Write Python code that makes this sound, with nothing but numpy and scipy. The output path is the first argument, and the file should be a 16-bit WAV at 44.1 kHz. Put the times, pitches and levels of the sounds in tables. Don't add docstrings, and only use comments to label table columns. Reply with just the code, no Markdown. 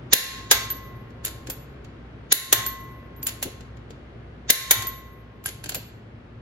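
import sys
import numpy as np
from scipy import signal
from scipy.fft import rfft, irfft, next_fast_len
from scipy.io import wavfile
from scipy.ndimage import uniform_filter1d

SR = 44100
rng = np.random.default_rng(int(sys.argv[2]) if len(sys.argv) > 2 else 0)


def to_wav(s):
    ch = np.atleast_2d(s).T
    pcm = np.round(np.clip(ch, -1, 1) * 32767)
    wavfile.write(sys.argv[1], SR, pcm.astype(np.int16))


N = 282681
TIME = np.arange(N) / SR

# f/Hz, relative level/dB
AIR_COLOUR = [(20, -39.5), (38, -17.5), (54, -3.5), (85, -6), (120, 1.5), (170, -8.5), (400, -11),
              (850, -21.5), (1600, -22.5), (3200, -32), (7000, -52), (11000, -61.5), (16000, -75.5)]
# t/s, level/dB
AIR_LEVEL = [(0, -41.5), (1.2, -42.5), (2.1, -43), (3.2, -43), (4.2, -43.5), (5.2, -45.5), (5.9, -45),
             (6.4, -45.5)]
# f/Hz, early level/dB, late level/dB
HUM = [(60.4, -48.5, -55), (109.38, -55.5, -48.5), (237.95, -58.5, -58.5)]
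# f/Hz, t60/s
GARAGE_T60 = [(150, 0.17), (1000, 0.74), (3000, 0.64), (7000, 0.5865), (11000, 0.3972), (16000, 0.1522)]
# f/Hz, level/dB
GARAGE_LEVEL = [(150, -8.5), (500, -9.5), (1500, -5.5), (4000, -5.5), (7000, -12.5), (11000, -12),
                (16000, -11)]
# f/Hz, coherence/0-1
COHERENCE = [(60, 1), (300, 0.9), (700, 0.2), (1500, 0.01), (4000, 0.3), (6000, 0), (7500, 0.35),
             (9500, .95)]
# f/Hz, level/dB
BALANCE = [(120, -0.4), (350, 2.5), (1200, 2.5), (2500, 0.5), (5500, -2.5), (8000, 0)]

# f/Hz, level/dB, t60/s
HUB_MODES = [(1530, -14.5, 0.13), (1607, 9.5, 0.037), (3020, 5, .04)]
WHEEL_OVERTONES = [(1987, -7, 1.34), (1810, -8.5, .5), (6600, -20, .38)]
SOCKET_HELD = [(11850, 2, 0.17), (12130, -5, .05), (12480, -5, .02)]
SOCKET_FREE = [(12110, 6, .13), (12110, -10, 0.2), (12435, -11.5, 0.61)]
WHEEL_HZ, WHEEL_T60_S = 1067.4, 2.2

# f/Hz, relative level/dB
KNOCK_COLOUR = [(80, -21.5), (250, -13.5), (620, 3), (1100, -3.5), (1550, -2), (2100, 2), (2800, 4),
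                (4200, -0.5), (7100, -4), (8600, -10.5), (10500, -3), (13000, 0), (16000, -4)]
# f/Hz, width/Hz, level/dB
EXTENSION_PEAKS = [(1552.6, 140, 8.5), (2813.4, 180, -14), (4470, 840, 2.5), (7170, 650, 13)]
# t/s, contact/dB, ping/dB
PINGS = [(0.7024, -30, -21), (2.6633, -23.5, -18), (3.163, -61, -44), (3.229, -33, -26.5),
         (4.869, -32.5, -19), (5.44, -44, -41)]
# t/s, level/dB, timbre
# the rows at 1.85, 3.61, 3.77 and 3.91 s are the ticks; they only share the "nut" timbre
KNOCKS_AND_TICKS = [(1.105, -43.5, "nut"), (1.25, -17.5, "spoke"), (1.2592, -26.5, "spoke"),
                    (1.4053, -45, "nut"), (1.4712, -34.5, "nut"), (1.8467, -41, "nut"),
                    (3.2688, -17.5, "nut"), (3.6078, -40, "nut"), (3.77, -42.5, "nut"),
                    (3.9063, -39.5, "nut"), (4.8225, -27.5, "nut"), (5.4590, -20, "hub"),
                    (5.479, -34, "hub"), (5.6401, -31.5, "hub"), (5.6589, -33, "nut"),
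                    (5.6929, -23.5, "nut"), (5.711, -43, "nut"), (5.753, -29.5, "nut")]
KNOCK_REF_DB = -29.5
# t/s, contact/dB, ring/dB, bottoming t/s, clunk/dB
SEATINGS = [(1.4995, -27, -33, 1.485, -37), (3.427, -20, -57, 3.450, -33.5),
            (5.746, -24.5, -33, 5.752, -37.5)]
PING_TIMBRE = dict(treble_db=7, clunk_db=-6, t60=0.016, top_hz=14500)
KNOCK_TIMBRES = {"spoke": dict(treble_db=6, clunk_db=-2, t60=0.025, top_hz=13400),
                 "hub": dict(treble_db=8, clunk_db=-2, t60=0.038, top_hz=12800),
                 "nut": dict(treble_db=0, clunk_db=2.5, t60=.044, top_hz=15400)}
SEATING_TIMBRE = dict(treble_db=8, clunk_db=8.5, t60=0.059, top_hz=15900)

# f/Hz, relative level/dB
SNAP_COLOUR = [(60, -24), (170, -12), (280, 1), (480, -1), (750, -5.5), (1100, -8.5), (1600, -2),
               (2500, -3.5), (3600, 1.5), (5000, -3), (7000, 2.5), (8600, -6), (10500, -0.5), (13000, 5.5),
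               (16000, -6.5)]
# f/Hz, width/Hz, level/dB
WRENCH_PEAKS = [(1553, 23, 4.5), (1651.8, 50, -0.5), (1900, 250, 4), (2330, 120, 0), (2810, 100, -7.5),
                (3360, 130, 0.5), (3690, 180, 2.5), (5370, 48, -4.5), (5696, 90, -3), (6310, 77, -1),
                (6410, 81, 4), (6958, 100, 4), (9920, 110, 7.5), (11740, 21, -2)]
# t/s, level/dB, treble/dB, rattle t60/s, wheel ring/dB
TRIPS = [(0.1323, 7.5, 0, 0.026, -29.5), (2.3244, 7.5, 5.5, 0.0077, -35.5), (4.5026, 7, 3.5, 0.02, -27.5)]
RESETS = [(0.512, -3, -5.5, 0.056, -30.5), (2.5265, -2, 0, 0.03, -28.5), (4.7093, -3, 2, 0.05, -32)]
TRIP_TIMBRE = dict(body_db=-6.5, bass_hz=50, scrape_db=-10, socket_db=-15, swell_s=.5, overtones_db=-6.5)
RESET_TIMBRE = dict(body_db=5.5, bass_hz=303, scrape_db=-22, socket_db=-19, swell_s=0.092, overtones_db=0.5)


def from_db(db):
    return 10 ** (np.asarray(db) / 20)


def at_hz(points, hz):
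    known_hz, values = np.transpose(points)
    return np.interp(np.log(hz + 1), np.log(known_hz), values)


def bins_hz(size):
    return np.arange(size // 2 + 1) * SR / size


def lowpass(hz, edge_hz, order):
    return 1 / (1 + (hz / edge_hz) ** order)


def add(out, at_s, sound):
    start = round(at_s * SR)
    out[:, start:start + sound.shape[-1]] += sound[..., :N - start]


def wander(rate_hz, size):
    return np.interp(TIME[:size] * rate_hz, np.arange(200), rng.standard_normal(200))


def noise(colour, size):
    mid, side = rfft(rng.standard_normal((2, size)))
    coherence = np.clip(at_hz(COHERENCE, bins_hz(size)), 0, 1)
    stereo = np.sqrt(1 + coherence) * mid + np.sqrt(1 - coherence) * side * [[1], [-1]]
    x = irfft(colour * stereo, size)
    return x / np.sqrt(np.mean(x ** 2) + 1e-20)


def ring(modes, size):
    t = TIME[:size]
    return sum(from_db(db - 60 * t / t60_s) * np.sin(2 * np.pi * hz * t) for hz, db, t60_s in modes)


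def resonant(colour, peaks, hz):
    power = sum(from_db(db) ** 2 / (1 + (2 * (hz - peak_hz) / width_hz) ** 2)
                for peak_hz, width_hz, db in peaks)
    return from_db(at_hz(colour, hz)) * np.sqrt(1 + power)


def bump(pitch_hz, swell_s, relative_width, size=32768):
    age = TIME[:size] / swell_s
    band = 1 / (1 + ((bins_hz(size) / pitch_hz - 1) / relative_width) ** 4)
    return age * np.exp(1 - age) * noise(band, size)


def rattle(colour, treble_db, t60_s, hold_s):
    size = 2 * (len(colour) - 1)
    hardness = from_db(treble_db * (1 - lowpass(bins_hz(size), 8500, order=6)))
    decay = from_db(-60 * np.maximum(TIME[:size] - hold_s, 0) / t60_s)
    return noise(colour * hardness, size) * decay


def add_scrape(out, blow_s, colour, swell_s, db):
    size = 2 * (len(colour) - 1)
    rasp = noise(colour, size) * np.exp(-TIME[:size][::-1] / swell_s)
    add(out, blow_s - size / SR, from_db(db) * rasp)


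def air():
    size = next_fast_len(N)
    rush = noise(from_db(at_hz(AIR_COLOUR, bins_hz(size))), size)[:, :N]
    return rush * from_db(np.interp(TIME, *np.transpose(AIR_LEVEL)))


def motor(waver_db=1.0, shift_s=5.23, fade_s=0.5):
    out = np.zeros(N)
    late = np.clip((TIME - shift_s) / fade_s + .5, 0, 1)
    for hz, early_db, late_db in HUM:
        waver = wander(rate_hz=10, size=N)
        level_db = early_db + (late_db - early_db) * late + waver_db * waver
        out += np.sqrt(2) * from_db(level_db) * np.sin(2 * np.pi * hz * TIME + waver / 2)
    return out


def garage(x, build_s=0.002, near_s=0.09, size=32768):
    t, hz, response = TIME[:size], bins_hz(size), 0
    white = rfft(noise(np.ones(len(hz)), size))
    onset = (1 - np.exp(-t / build_s)) * (1 + np.exp(-t / near_s))
    edges_hz = np.geomspace(60, 18000, 18)
    for low_hz, high_hz in zip(edges_hz, edges_hz[1:]):
        centre_hz = np.sqrt(low_hz * high_hz)
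        decay = onset * from_db(-60 * t / at_hz(GARAGE_T60, centre_hz))
        band = irfft(white * (hz >= low_hz) * (hz < high_hz), size)
        response += from_db(at_hz(GARAGE_LEVEL, centre_hz)) * band * decay / np.linalg.norm(decay)
    return signal.fftconvolve(x[None], response, axes=-1)[:, :N]


def bumps(tyre_delay_s=.025, tyre_db=-39):
    out = np.zeros((2, N))
    for at_s, *_ in RESETS:
        tyre = bump(pitch_hz=108, swell_s=.045, relative_width=0.13)
        add(out, at_s + tyre_delay_s, from_db(tyre_db) * tyre)
    for *_, bottom_s, db in SEATINGS:
        add(out, bottom_s, from_db(db) * bump(pitch_hz=338, swell_s=.011, relative_width=0.96))
    return out


def hub_and_spoke(clank_db=-15, spoke_db=-34.5):
    out = np.zeros((2, N))
    responses = {"hub": from_db(clank_db) * ring(HUB_MODES, size=SR // 4),
                 "spoke": from_db(spoke_db) * ring([(WHEEL_HZ, 0, WHEEL_T60_S)], size=2 * SR)}
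    for at_s, db, kind in KNOCKS_AND_TICKS:
        if kind in responses:
            add(out, at_s, from_db(db) * responses[kind])
    return out


def wheel(beat_hz=0.91, beat_depth=0.43, build_share=0.17, waver_db=2):
    out = np.zeros((2, N))
    snaps = sorted([(at_s, db, TRIP_TIMBRE) for at_s, *_, db in TRIPS]
                   + [(at_s, db, RESET_TIMBRE) for at_s, *_, db in RESETS])
    ends_s = [at_s for at_s, *_ in snaps[1:]] + [N / SR]
    for (at_s, db, timbre), end_s in zip(snaps, ends_s):
        t = TIME[:round((end_s - at_s) * SR)]
        beating = np.abs(1 + beat_depth * np.exp(2j * np.pi * beat_hz * t)) / 2
        tone = beating * ring([(WHEEL_HZ, 0, WHEEL_T60_S)], len(t))
        overtones = from_db(timbre["overtones_db"]) * ring(WHEEL_OVERTONES, len(t))
        build_up = 1 - build_share * np.exp(-t / timbre["swell_s"])
        add(out, at_s, from_db(db) * build_up * (tone + overtones))
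    return out * from_db(waver_db * wander(rate_hz=7, size=N))


def add_contact(out, at_s, db, timbre, force_db=0):
    hz = bins_hz(4096)
    treble_db = timbre["treble_db"] + 1.44 * force_db
    clunk_db = (timbre["clunk_db"] - 3.06 * force_db) * lowpass(hz, 479, order=4)
    colour = resonant(KNOCK_COLOUR, EXTENSION_PEAKS, hz) * from_db(clunk_db)
    colour *= lowpass(hz, timbre["top_hz"], order=24)
    add_scrape(out, at_s, colour, swell_s=0.00365, db=db - 11)
    add(out, at_s, from_db(db) * rattle(colour, treble_db, timbre["t60"], hold_s=.0015))


def socket_pings(shimmer_db=7.0, rise_s=0.0017, damp_s=0.011):
    out, t = np.zeros((2, N)), TIME[:SR]
    firm_knocks_s = [at_s for at_s, db, _ in KNOCKS_AND_TICKS if db > KNOCK_REF_DB]
    for at_s, contact_db, ping_db in PINGS:
        add_contact(out, at_s, contact_db, PING_TIMBRE)
        free_s = min(knock_s for knock_s in firm_knocks_s if knock_s > at_s) - at_s
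        envelope = (1 - np.exp(-t / rise_s)) * np.exp(-np.maximum(t - free_s, 0) / damp_s)
        for mode in SOCKET_FREE:
            dip_db = shimmer_db * np.abs(wander(rate_hz=25, size=SR))
            add(out, at_s, from_db(ping_db - dip_db) * envelope * ring([mode], size=SR))
    return out


def knocks_and_ticks(skid_count=3, skid_s=.03, skid_db=-13):
    out = np.zeros((2, N))
    for at_s, db, kind in KNOCKS_AND_TICKS:
        timbre, force_db = KNOCK_TIMBRES[kind], db - KNOCK_REF_DB
        add_contact(out, at_s, db, timbre, force_db)
        for delay_s in skid_s * rng.random(skid_count):
            add_contact(out, at_s + delay_s, db + skid_db, timbre, force_db + skid_db)
    for at_s, db, ring_db, *_ in SEATINGS:
        add_contact(out, at_s, db, SEATING_TIMBRE)
        add(out, at_s, from_db(ring_db) * ring(SOCKET_HELD, size=SR // 2))
    return out


def pawl():
    out, hz = np.zeros((2, N)), bins_hz(4096)
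    socket = ring(SOCKET_HELD, size=SR // 2)
    steel = resonant(SNAP_COLOUR, WRENCH_PEAKS, hz)
    scrape_colour = steel * (1 - lowpass(hz, 470, order=3)) * lowpass(hz, 7520, order=16)
    body_band = lowpass(hz, 1400, order=6) * (1 - lowpass(hz, 520, order=6))
    for snaps, timbre in (TRIPS, TRIP_TIMBRE), (RESETS, RESET_TIMBRE):
        bass_cut = 1 - lowpass(hz, timbre["bass_hz"], order=3)
        colour = steel * from_db(timbre["body_db"] * body_band) * bass_cut
        for at_s, db, treble_db, t60_s, _ in snaps:
            add_scrape(out, at_s, scrape_colour, swell_s=0.0045, db=timbre["scrape_db"])
            add(out, at_s, from_db(db) * rattle(colour, treble_db, t60_s, hold_s=0.0042))
            add(out, at_s, from_db(timbre["socket_db"]) * socket)
    return out


def scene(snap_send_db=-3.5, contact_send_db=-2.0):
    snaps = pawl()
    contacts = socket_pings() + knocks_and_ticks()
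    send = from_db(snap_send_db) * snaps + from_db(contact_send_db) * contacts
    room = sum(garage(side) for side in send)
    return snaps + contacts + hub_and_spoke() + wheel() + bumps() + room + air() + motor()


def microphones(x, left_lag_s=.000183, split_hz=1900):
    size = next_fast_len(N + SR // 10)
    hz = bins_hz(size)
    left, right = rfft(x, size) * from_db(at_hz(BALANCE, hz) * np.array([[.5], [-.5]]))
    lag_s = left_lag_s * (1 - lowpass(hz, split_hz, order=4))
    left *= np.exp(-2j * np.pi * hz * lag_s)
    return irfft(np.array([left, right]), size)[:, :N]


def limiter(x, threshold_db=-5.5, release_db_per_s=55):
    power = uniform_filter1d(np.mean(x ** 2, axis=0), size=100)
    over_db = np.maximum(10 * np.log10(np.maximum(power, 1e-12)) - threshold_db, 0)
    release_db = release_db_per_s * TIME
    cut_db = np.maximum.accumulate(over_db + release_db) - release_db
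    return x * from_db(-uniform_filter1d(cut_db, size=40))


def record(dry):
    clipped = np.clip(limiter(microphones(dry)), -.88, .88)
    top_cut = signal.ellip(8, .05, 50, 16100, fs=SR, output="sos")
    return signal.sosfiltfilt(top_cut, clipped)


dry = scene()
out = record(dry)
to_wav(out)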